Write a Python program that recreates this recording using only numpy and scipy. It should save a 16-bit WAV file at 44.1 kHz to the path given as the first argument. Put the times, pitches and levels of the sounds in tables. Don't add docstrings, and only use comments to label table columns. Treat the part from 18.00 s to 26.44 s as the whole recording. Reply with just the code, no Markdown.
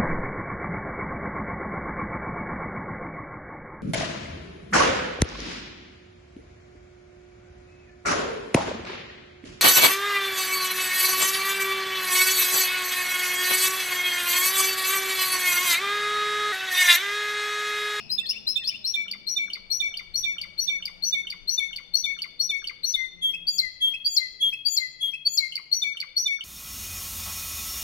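import sys
import numpy as np
from scipy import signal
from scipy.io import wavfile
from scipy.ndimage import uniform_filter1d

SR = 44100
rng = np.random.default_rng(int(sys.argv[2]) if len(sys.argv) > 2 else 0)


def undo_db(level):
    steps = np.asarray(level, float) / 20
    return 10 ** steps


def output_pcm(signal):
    pcm = np.clip(np.atleast_2d(signal).T, -1, 1) * 32767
    wavfile.write(sys.argv[1], SR, np.round(pcm).astype(np.int16))


N = 372204
PAD = 16384

# head start in seconds, scoop as share of pitch, glide speed,
# place of the peak from 0 to 1, fullness, overtones from the second up in dB, roughness.
LIFT = (0.0073, -0.025, 1.99, 0.61, 1.28, (-27, -27), 0.43)
HIGH = (0.0055, -0.027, 1.9, 0.4, 0.91, (-24, -23.5), 0.64)
MID = (0.001, 0.0068, 1.53, 0.55, 0.64, (-34, -33, -35), 0.64)
LOW = (0.008, 0.072, 1.33, 0.42, 0.71, (-68, -35, -38, -40.5, -42, -44.5), 0.093)
LONG = (.011, .008, 1.55, 0.32, 0.82, (-37, -31.5, -28.5), 0.21)
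LEAD_IN = (.013, 0.013, 1.15, 0.78, 1.08, (-24.5, -20), 0.37)
HOOK = (0.006, -0.025, 2.87, 0.65, 0.9, (-29, -29.5), 0.49)
TOP = (0.0033, -0.0085, 3.1, 0.78, 0.4, (-16,), .4)
DROP = (-.002, 0.0016, 4.7, 0.61, 0.91, (-29.5, -24.5), 1)
SINK = (0.011, 0.06, 0.95, 0.61, 0.98, (-56, -33.5, -34, -46, -42, -42), .09)
UP = (0.00082, -0.021, 1.7, 0.46, 0.3, (-26.5, -29), 0.82)
RASP = (0.00079, -0.042, 2.1, 0.46, 0.73, (-23.5, -24), 0.98)
SWOOP = (0.005, -0.01, 2.6, 0.49, 1, (-40, -24.5), .2)
# length in seconds, pitch factor at start, pitch factor at end, manner as above.
TICK = (0.0039, 1.026, 0.92, (0.0013, 0.01, 0.37, 0.31, 1, (-26.5, -25.5), 4.4))
CLICK = (0.027, 1, 1.12, (0.0008, .0035, 0.32, 0.43, 0.98, (-20.5,), 2.6))
CHIP = (0.0078, 1.106, 0.91, (0.00057, 0.0035, 1, 0.48, 5.5, (-31, -29.5, -36), 2.3))
PEEP = (0.018, 0.95, 1.01, (0.00043, -0.046, 2.6, 0.53, 0.69, (-26, -35.5, -34), 0.71))
DIP = (0.01625, 1.4, 0.93, (0.0011, 0.035, 2.89, 0.57, 1.32, (-46.5, -34), 1))
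BLIP = (0.0184, 1.6, 0.93, (0.00283, 0.029, 2.8, 0.55, 0.3, (-24,), .3))
GULP = (0.0182, 1.45, 0.826, (0.00169, 0.015, 1.1, 0.25, 0.21, (-56,), .3))
MUTTER = (0.028, 1.1, 1, (0.00395, 0.011, 2.3, 0.24, .4, (-25,), .6))
SHIVER = {HIGH: (0.11, 0.0038), TOP: (0.13, 0.0018), LIFT: (0.31, 0.0028), HOOK: (0.23, 0.0022),
          SWOOP: (0.11, .003), UP: (0.54, 0.02), BLIP[3]: (0.55, 0.018), GULP[3]: (0.54, .03),
          MUTTER[3]: (0.31, 0.045), TICK[3]: (0.16, 0.002), LONG: (0.048, 0.0027), SINK: (0.064, 0.0015),
          RASP: (0.18, 0.013)}
SCOOP_SPAN = {LOW: 0.063, HIGH: 0.11, SINK: 0.12, PEEP[3]: 0.05, LIFT: 0.12, HOOK: 0.096}

# start in seconds, effort in dB.
WARBLES = [
    (-.139, -2.5),
    (.236, -1),
    (0.617, -1),
]
# wait in seconds, length in seconds, from Hz, to Hz, level in dB.
WARBLE_NOTES = [
    (0.021, 0.0096, 3100, 3570, -36),
    (0.025, 0.023, 3980, 4410, -32),
    (0.053, 0.031, 4880, 5340, -25.5),
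    (0.072, 0.02, 2600, 2950, -36.5),
    (0.095, 0.013, 2680, 2140, -44.5),
    (0.102, .055, 2108, 2890, -41),
]
# start in seconds, wait for the whistle in seconds,
# lift level in dB, whistle level in dB, lift left-right in dB.
RISES = [(0.097, 0.018, -31, -27.5, 10), (0.472, 0.0077, -24.5, -28.5, 11), (0.844, 0.019, -26, -29, 9),
         (1.268, 0.022, -27, -29.5, 14), (1.705, 0.019, -24, -27, 14), (2.143, 0.02, -25.5, -27, 14),
         (2.582, 0.022, -24.5, -26.5, 17.5), (3.026, 0.02, -25, -27, 17), (3.478, 0.019, -23, -28, 14),
         (3.94, .017, -20, -28.5, 15), (4.397, 0.016, -21.5, -29, 11.5), (4.836, 0.021, -23, -28.5, 15),
         (7.719, 0.016, -19, -28, 12.5), (8.165, 0.015, -21, -25, 11)]
# time in seconds, lift from Hz, lift to Hz, whistle from Hz, whistle to Hz.
REGISTER = [(0.101, 3900, 4220, 4980, 5106), (0.477, 3790, 4210, 4860, 5420),
            (0.848, 3740, 4376, 5160, 5794), (1.269, 4060, 4300, 5665, 5800),
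            (2.201, 4120, 4410, 5770, 5824), (3.031, 4160, 4377, 5920, 5904),
            (3.502, 4070, 4360, 5660, 5990), (3.95, 4074, 4416, 5920, 5860), (4.4, 4105, 4420, 5720, 5790),
            (4.841, 4070, 4320, 5914, 5897), (7.72, 4160, 4390, 5886, 5867), (8.17, 4260, 4450, 5740, 5820)]
# start in seconds, mid level in dB, low level in dB,
# low pitch in Hz, mid left-right in dB.
FALLS = [(-.19, -35, -28.5, 2567, -12), (.18, -20.5, -38, 2612, -9.5), (.556, -19.5, -35.5, 2597, -8.5),
         (.938, -21.5, -32, 2273, -3), (1.362, -21.5, -31.5, 2259, -10), (1.799, -22, -31, 2249, -17.5),
         (2.233, -24.5, -30.5, 2250, -18.5), (2.675, -25, -31.5, 2232, -23.5), (3.123, -22, -32, 2197, -13),
         (3.578, -18.5, -33, 2197, 10.5), (4.039, -20, -35, 2209, 10.5), (4.493, -20.5, -34.5, 2207, 3),
         (4.939, -19, -35.5, 2049, 15), (7.819, -19.5, -32.5, 2239, 4), (8.257, -18.5, -30, 2214, 0.5)]
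# chip start in seconds, blip level in dB, chip level in dB, dip level in dB.
RATTLES = [(1.078, -59, -28.5, -38), (1.498, -56.5, -29, -38), (1.937, -63.5, -27, -37.5),
           (2.38, -57.5, -25.5, -38.5), (2.821, -60, -27.5, -38), (3.267, -61.5, -26.5, -37.5),
           (3.727, -63, -28.5, -40), (4.185, -57, -28.5, -36.5), (4.639, -56.5, -27.5, -36),
           (7.519, -76, -28.5, -36.5), (7.967, -59, -28, -34.5), (8.405, -55, -26, -36)]
# wait after the chip in seconds, pitch in Hz, left-right in dB.
TUMBLE = [
    (-.022, 1353, 18),
    (.001, 3016, 8),
    (.052, 2170, 17),
    (.067, 1103, 18),
]
# start in seconds, level in dB, pitch in Hz, left-right in dB.
TICKS = [(1.1142, -23, 4660, 2), (1.5348, -22.5, 4610, 4), (1.973, -27.5, 4630, 8), (2.4155, -25, 4654, 12),
         (2.8558, -23, 4735, 9), (3.3037, -25, 4700, 6), (3.7622, -24.5, 4670, 1), (4.2204, -22.5, 4664, 1),
         (4.6736, -22, 4700, 0.5), (7.5562, -21, 4615, -1.5), (8.0035, -21.5, 4630, -1),
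         (8.437, -43, 4550, 3)]
# start in seconds, length in seconds, from Hz, to Hz, level in dB, left-right in dB.
STRAY_TICK = (4.926, .01, 5800, 4100, -38, 8.5)
# start in seconds, wait for the peep in seconds,
# starting pitch in Hz, whistle level in dB, peep level in dB.
LONGS = [
    (5.217, 0.12, 3410, -22, -26.5),
    (5.807, 0.13, 3400, -20.5, -26.5),
    (6.403, .124, 3430, -20, -25),
    (7.004, 0.13, 3420, -24.5, -27),
]
# lead in seconds, length in seconds, from Hz, to Hz, level in dB.
SNAPS = [
    (0.027, 0.005, 3900, 4500, -54),
    (.017, .006, 5650, 5750, -53),
]
# start in seconds, wait for the whistle in seconds,
# lift level in dB, whistle level in dB, lift pitch in Hz.
HOOKS = [
    (5.472, 0.012, -17.5, -36, 4689),
    (6.05, 0.025, -17, -30.5, 4691),
    (6.654, 0.019, -18, -28, 4704),
    (7.255, 0.019, -20, -31, 4570),
]
# start in seconds, drop level in dB, dip level in dB, low whistle level in dB,
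# low pitch in Hz.
DROPS = [
    (5.576, -18.5, -48.5, -35.5, 2002),
    (6.158, -16.5, -50, -35.5, 2004),
    (6.76, -19.5, -47.5, -34, 2005),
    (7.367, -18, -56, -32.5, 2107),
]

HEAD_LAG = {SINK: [(5.6, 0.54)], LOW: [(3.4, 1.3), (4.2, 0.48)], LONG: [(6.0, 0.93), (6.3, 2)],
            MID: [(.5, 1.44), (.9, 1.03), (1.4, 4.5), (1.8, 0.011), (3.2, 0.011), (3.5, 3.9)],
            CHIP[3]: [(3.4, -0.78), (3.7, 0.041)], PEEP[3]: [(5.0, -1.57)], DIP[3]: [(4.8, 2.17),
            (7.5, 0.013)]}
# time in seconds, added left-right in dB.
SWING = [(0, 2.5), (1.2, 1.7), (2.2, -2), (3.1, -2.5), (3.7, 2), (4.3, 1.5), (4.8, 0.5), (5.3, 3), (5.7, 1),
         (6.2, 2), (6.7, 1.5), (7.2, 5), (7.7, 0), (8.3, -1.4)]
# time in seconds, added left-right in dB.
LOW_SIDES = [(0.938, -0.5), (1.362, -0.8), (1.799, 4.5), (2.233, 6.5), (2.675, 8.5), (3.123, 8),
             (3.578, 2.5), (4.039, 3), (4.493, 8), (4.939, -3), (7.819, 5), (8.257, -1.5)]
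MID_SIDES = [(0.18, 1.5), (0.556, -2), (0.938, -3.5), (1.362, 6.5), (1.799, 11.5), (2.233, 11.5), (2.675, 8),
             (3.123, 7.5), (3.578, -1.5), (4.039, -2), (4.493, 0), (4.939, -3.5), (7.819, 3.5), (8.257, 1.5)]
HIGH_SIDES = [(0.097, -2), (0.471, 2.5), (0.845, -1.8), (1.268, -4.5), (1.703, 0.5), (2.141, -2),
              (2.58, -2.5), (3.028, -2.5), (3.477, -1), (3.94, -3), (4.397, -3), (4.836, -4), (7.718, -4.5),
              (8.165, -5.5)]
LONG_SIDES = [(5.219, -5), (5.807, -3.5), (6.403, -2.5), (7.003, 0.5)]
TOP_SIDES = [(5.472, 0), (6.05, -10), (6.654, 1.5), (7.255, -6)]
SINK_SIDES = [(5.576, 2), (6.157, -1.5), (6.759, -3), (7.367, 5.5)]
HOOK_SIDES = [(5.472, -3.5), (6.05, -9), (6.654, 1.2), (7.255, -11)]

# delay in seconds, gain.
SPRAY = [
    [(0, 0.55), (.0031, 0.18), (.0056, 0.53), (.0085, -0.32), (.0117, 0.33), (.0187, 0.2), (.029, -0.24)],
    [(0, .95), (.0086, 0.14), (.013, -0.025), (.0258, -0.31)],
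]
REBOUND = [
    [(0, 0.69), (.0023, 1), (.0045, -0.45), (.0098, 0.12), (.0145, 0.15), (.0185, -0.17), (.023, 0.19),
     (.027, -0.18)],
    [(.0002, 0.92), (.0041, .35), (.007, -0.1), (.0105, -1.1), (.019, 0.052), (.0265, -0.041)],
]
BOX_WALLS = [
    [(.0018, 0.2), (.0029, 0.089), (.0044, 0.24)],
    [(.0011, 1), (.0024, 0.25), (.0039, -1.3)],
]
ROOM_WALLS = [
    [(.0078, .16), (.0125, .24), (.0195, -.18)],
    [(.0069, -.16), (.0135, .22), (.021, .2)],
]
# frequency in Hz, time to fall by 60 dB in seconds.
ROOM_DECAY = [(1000, 1), (2200, 0.84), (3500, 1), (4500, 0.65), (6000, 0.57), (9000, 0.36), (14000, 0.4)]
# left in dB, right in dB.
ROOM_DB = [-0.5, -4]

# frequency in Hz, level in dB per Hz.
AIR_SPECTRUM = [(20, -26.5), (40, -31), (87, -14.5), (177, -18.5), (244, -18), (440, -21.5), (575, -22.5),
                (925, -28), (1700, -31), (2500, -25.5), (6000, -45), (9000, -48), (16000, -70)]
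# frequency in Hz, left-right in dB.
AIR_SIDES = [(28, 27), (55, 8), (380, 10.5), (2380, 7.5), (15000, 11)]
# time in seconds, level in dB.
AIR_SWELL = [(0, -50.5), (1.2, -55.5), (2.6, -52), (3.798, -55.5), (5.4, -57), (6.802, -59.5), (8.44, -62)]
# time in seconds, firing pitch in Hz, level in dB.
DRONE = [(0, 222, -53), (1.499, 190, -55.5), (1.901, 188, -63.5), (2.2, 180, -59.5), (3.2, 172, -56.5),
         (3.751, 168, -67), (4.3, 166, -58.5), (5, 170, -61.5), (5.201, 170, -54), (5.6, 170, -53.5),
         (5.801, 178, -67), (6.349, 185, -65), (6.551, 135, -63.5), (7.099, 138, -66.5), (7.4, 144.8, -63),
         (8.44, 165, -64)]
# multiple of the firing pitch, level in dB, line width in Hz.
DRONE_ORDERS = [
    (1, -7.5, 1.76),
    (1.1, -13.5, 2.1),
    (2, -19, 1.7),
    (3, -18, 5.6),
]
# middle in seconds, half length in seconds, throb rise in dB, hum rise in dB.
LORRIES = [
    (2.72, 0.66, 9.5, 11),
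    (5.5, 1, 8, 7),
    (3.75, 0.43, 9.5, -5),
    (1.9, .4, 10, 8),
]


def evened(x):
    return x / np.sqrt(np.mean(x ** 2) + 1e-20)


def wobble(count, hz):
    return evened(signal.lfilter([1], [1, -np.exp(-2 * np.pi * hz / SR)], rng.standard_normal(count)))


def bandpass(x, edges_hz):
    return signal.sosfilt(signal.butter(2, edges_hz, "band", fs=SR, output="sos"), x)


def left_right(db):
    return undo_db(np.array([[db], [-db]]) / 2)


def side_shift(manner, s):
    turns = {LOW: LOW_SIDES, MID: MID_SIDES, HIGH: HIGH_SIDES, LONG: LONG_SIDES, LEAD_IN: LONG_SIDES,
             TOP: TOP_SIDES, SINK: SINK_SIDES, HOOK: HOOK_SIDES}
    table = turns.get(manner, [(0, 0)])
    nearest = min(table, key=lambda row: abs(row[0] - s))
    return np.interp(s, *np.transpose(SWING)) + nearest[1]


def note(row, manner, waver, rasp=0):
    s, length, early_hz, late_hz, db, pan_db = row
    lead, scoop, speed, peak, full, overtones_db, rough = manner
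    u = np.linspace(0, 1, round((length + lead) * SR))
    start = PAD + round(s * SR)
    drift, flutter, grain, shiver, breath = waver[:, start:start + len(u)]
    u = u[:len(breath)]
    level_share, pitch_share = SHIVER.get(manner, (0, 0))

    glide = (np.exp(-speed * u) - np.exp(-speed)) / (1 - np.exp(-speed))
    bend = 1 + scoop * np.exp(-u / SCOOP_SPAN.get(manner, 0.1343))
    bend = bend + 0.0035 * drift + pitch_share * shiver
    hz = (late_hz + (early_hz - late_hz) * glide) * bend
    turns = 2 * np.pi * np.cumsum(hz) / SR
    lag = np.interp(s, *np.transpose(HEAD_LAG.get(manner, [(0, 0.003)])))

    skew = np.log(0.5) / np.log(np.clip(peak, 0.1, 0.9))
    swell = np.sin(np.pi * u ** skew).clip(0) ** max(full, 0.55)

    upper = 0
    for k, over_db in enumerate(overtones_db, 2):
        upper = upper + undo_db(over_db) * np.sin(k * turns) * (k * hz < SR / 2.2)
    upper = upper * swell ** 0.041 * (1 + rough ** 2 * grain) / np.sqrt(1 + rough ** 4)
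    hiss = 0.002 * rough * breath
    tone = np.sin(turns - np.array([[0], [lag]])) + upper * left_right(2.5) + hiss

    unsteady = 1 + 0.023 * flutter + level_share * shiver + 0.029 * min(rough, 1) * grain
    sound = np.sqrt(2) * undo_db(db) * swell * unsteady * tone
    sound *= 1 + rasp * np.cos(2 * np.pi * 263.6 * u * (length + lead))
    pan_db = pan_db + side_shift(manner, s)
    return s - lead, sound * left_right(pan_db) / np.sqrt(np.cosh(pan_db / 14.9))


def short(kind, s, hz, db, pan_db):
    length, first, last, manner = kind
    return (s, length, hz * first, hz * last, db, pan_db), manner, 0


def until(s, times):
    return min([t - s for t in times if t > s] + [1])


def warbles():
    pan_db = 10
    for s, effort_db in WARBLES:
        yield short(MUTTER, s, 1802, -51 + effort_db, pan_db)
        for (wait, length, a, b, db), manner in zip(WARBLE_NOTES, (UP, UP, RASP, UP, UP, UP)):
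            rasp_depth = 1 * (manner is RASP)
            yield (s + wait, length, a, b, db + effort_db, pan_db), manner, rasp_depth


def trill():
    settled_s = 0.7
    at, *pitches = np.transpose(REGISTER)
    falls = [row[0] for row in FALLS]
    for s, wait, lift_db, high_db, pan_db in RISES:
        a, b, c, d = (np.interp(s, at, hz) for hz in pitches)
        yield (s, wait + 0.0071, a, b, lift_db, pan_db), LIFT, 0
        hold = until(s + wait, falls) - 0.0043 - 0.012 * (s < settled_s)
        yield (s + wait, hold, c, d, high_db, 13), HIGH, 0

    blips = [row[0] + TUMBLE[0][0] for row in RATTLES] + [row[0] for row in WARBLES]
    for s, mid_db, low_db, hz, pan_db in FALLS:
        yield (s, 0.025, 3590, 3551.3, mid_db, pan_db), MID, 0
        low_s = s + 0.023
        hold = min(until(low_s, blips) - 0.0081, 0.13)
        low_pan_db = 16.5 + 0.38 * pan_db
        if s < settled_s:
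            yield (s + 0.013, 0.039, hz * 0.93, hz * 1.03, low_db, low_pan_db), SWOOP, 0
        else:
            yield (low_s, hold, hz * 1.024, hz, low_db, low_pan_db), LOW, 0

    for s, blip_db, chip_db, dip_db in RATTLES:
        levels_db = blip_db, chip_db, dip_db, dip_db - 20.5
        for kind, (wait, hz, pan_db), db in zip((BLIP, CHIP, DIP, GULP), TUMBLE, levels_db):
            yield short(kind, s + wait, hz, db, pan_db)
    for s, db, hz, pan_db in TICKS:
        yield short(TICK, s, hz, db, pan_db)
    yield STRAY_TICK, CLICK[3], 0


def flourish():
    lead_in_s, long_hz, long_pan_db = 0.026, 3251, 9.5
    sag_hz = long_hz * 1.016
    for s, wait, hz, long_db, peep_db in LONGS:
        yield (s, lead_in_s, hz, sag_hz, long_db - 7, long_pan_db), LEAD_IN, 0
        yield (s + lead_in_s, 0.082, sag_hz, long_hz, long_db, long_pan_db), LONG, 0
        for lead, *snap in SNAPS:
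            yield (s + wait - lead, *snap, 11.5), CLICK[3], 0
        yield short(PEEP, s + wait, 2600, peep_db, 4.5)

    drops = [row[0] for row in DROPS]
    for s, wait, lift_db, top_db, hz in HOOKS:
        pan_db = 6 + 4.5 * (s - HOOKS[0][0])
        yield (s, 0.031, hz * 0.95, hz, lift_db, pan_db), HOOK, 0
        hold = until(s + wait, drops) + 0.0026
        yield (s + wait, hold, 6720, 6955, top_db, 15), TOP, 0

    for s, drop_db, dip_db, low_db, hz in DROPS:
        yield (s, 0.03, 7650, 4043, drop_db, 11), DROP, 0
        yield short(DIP, s + 0.015, 2170, dip_db, 17)
        yield (s + 0.032, 0.085, hz * 1.065, hz, low_db, 18), SINK, 0


def add(mix, s, sound):
    part = mix[:, PAD + round(s * SR):][:, :sound.shape[1]]
    part += sound[:, :part.shape[1]]


def echoes_of(table):
    taps = np.zeros((2, 2048))
    for side, echoes in zip(taps, table):
        for delay, gain in echoes:
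            np.add.at(side, round(delay * SR), gain)
    return taps


def canary():
    size = N + PAD
    treble = signal.butter(2, 6000, "high", fs=SR, output="sos")
    breath = evened(signal.sosfilt(treble, rng.standard_normal(size)))
    drift, flutter = wobble(size, 55), wobble(size, 44)
    grain = evened(uniform_filter1d(wobble(size, 1700), size=24))
    shiver = evened(bandpass(flutter, (68.5, 245)))
    waver = np.array([drift, flutter, grain, shiver, breath])

    song, chips, ticks = np.zeros((3, 2, size))
    for row, manner, rasp in (*warbles(), *trill(), *flourish()):
        if manner is TICK[3]:
            layer = ticks
        elif manner == CHIP[3]:
            layer = chips
        else:
            layer = song
        add(layer, *note(row, manner, waver, rasp))
    return song + signal.oaconvolve(chips, echoes_of(SPRAY), axes=1)[:, :size], ticks


def rebounds(ticks):
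    return signal.oaconvolve(ticks, echoes_of(REBOUND), axes=1)[:, :ticks.shape[1]]


def box(song):
    taps = echoes_of(BOX_WALLS) + echoes_of(ROOM_WALLS)
    taps[0, 0] += 1
    taps[1, 7] += 1
    return signal.oaconvolve(song, taps, axes=1)[:, :song.shape[1]]


def read(points, hz):
    f, value = np.transpose(points)
    return np.interp(np.log(hz + 1), np.log(f + 1), value)


def room(song):
    taps = np.zeros((2, SR))
    at = np.arange(200, SR - 20, 20) + rng.integers(0, 20, (2, (SR - 201) // 20))
    np.put_along_axis(taps, at, rng.choice([-1., 1.], at.shape), 1)
    taps *= 1 - np.exp(-np.arange(SR) / SR / 0.0013)
    hz, t, z = signal.stft(taps, SR, nperseg=256)
    decay = undo_db(-60 * t / read(ROOM_DECAY, hz)[:, None])
    tail = signal.istft(z * decay, SR, nperseg=256)[1]
    tail *= undo_db(np.array(ROOM_DB))[:, None] / np.linalg.norm(tail[0])
    source = 0.21 * song.mean(0) + 0.11 * song
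    return signal.fftconvolve(source, tail, axes=1)[:, :song.shape[1]]


def air():
    frames, hz = N // 512 + 5, np.fft.rfftfreq(2048, 1 / SR)
    a, b, c, d, patches = rng.standard_normal((frames, 1025, 5)).T
    patches = evened(uniform_filter1d(uniform_filter1d(patches, 4, 0), 30, 1))
    patches_db = 3.5 * patches * (hz < 900)[:, None]
    sides_db = np.array([.5, -.5])[:, None, None] * read(AIR_SIDES, hz)[:, None]
    level_db = read(AIR_SPECTRUM, hz)[:, None] + sides_db + patches_db
    z = np.array([a + 1j * b, c + 1j * d]) * undo_db(level_db)
    wash = evened(signal.istft(z, nperseg=2048, noverlap=1536)[1][:, :N])
    at = np.arange(frames) * 512
    swell_db = np.interp(at / SR, *np.transpose(AIR_SWELL))
    return wash * undo_db(-5.5 + np.interp(np.arange(N), at, swell_db))


def drone():
    s, hz, db = np.transpose(DRONE)
    t = np.arange(N) / SR
    turns = 2 * np.pi * np.cumsum(np.interp(t, s, hz)) / SR
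    lines = np.zeros((2, N))
    for k, order_db, width_hz in DRONE_ORDERS:
        steady = 0.85 * (k < 1.01)
        for side in lines:
            in_phase = (steady + wobble(N, width_hz)) * np.cos(k * turns)
            side += undo_db(order_db) * (in_phase + wobble(N, width_hz) * np.sin(k * turns))
    lines = signal.sosfilt(signal.butter(4, 900, fs=SR, output="sos"), lines)
    return undo_db(np.interp(t, s, db)) * lines * undo_db(np.array([[2.5], [-3.5]]))


def rumble():
    t = np.arange(N) / SR
    middle, half, throb_rise_db, hum_rise_db = np.transpose(LORRIES)[:, :, None]
    near = np.exp(-((t - middle) / half) ** 4)
    out = np.zeros((2, N))
    throb = -70, throb_rise_db, (17, 31), -22
    hum = -80.5, hum_rise_db, (60, 66), -6
    for db, rise_db, edges_hz, right_db in (throb, hum):
        band = evened(bandpass(rng.standard_normal((2, N)), edges_hz))
        out += band * undo_db(db + (rise_db * near).sum(0) + np.array([[4.5], [-7 + right_db]]))
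    return out


def scene():
    song, ticks = canary()
    bird = box(song) + rebounds(ticks) + room(song + 1.2 * ticks)
    return bird[:, PAD:] + air() + drone() + rumble()


def roll_off(x):
    return signal.sosfilt(signal.butter(12, 16460, fs=SR, output="sos"), x)


def record(dry):
    treble = signal.butter(6, 6300, "high", fs=SR, output="sos")
    sums = signal.sosfilt(treble, 0.11 * dry ** 2 + 0.4 * dry ** 3)
    edge = signal.firwin(255, 16150, window=("kaiser", 9), fs=SR)
    return roll_off(signal.oaconvolve(dry + sums, edge[None], "same"))


dry = scene()
out = record(dry)
output_pcm(out)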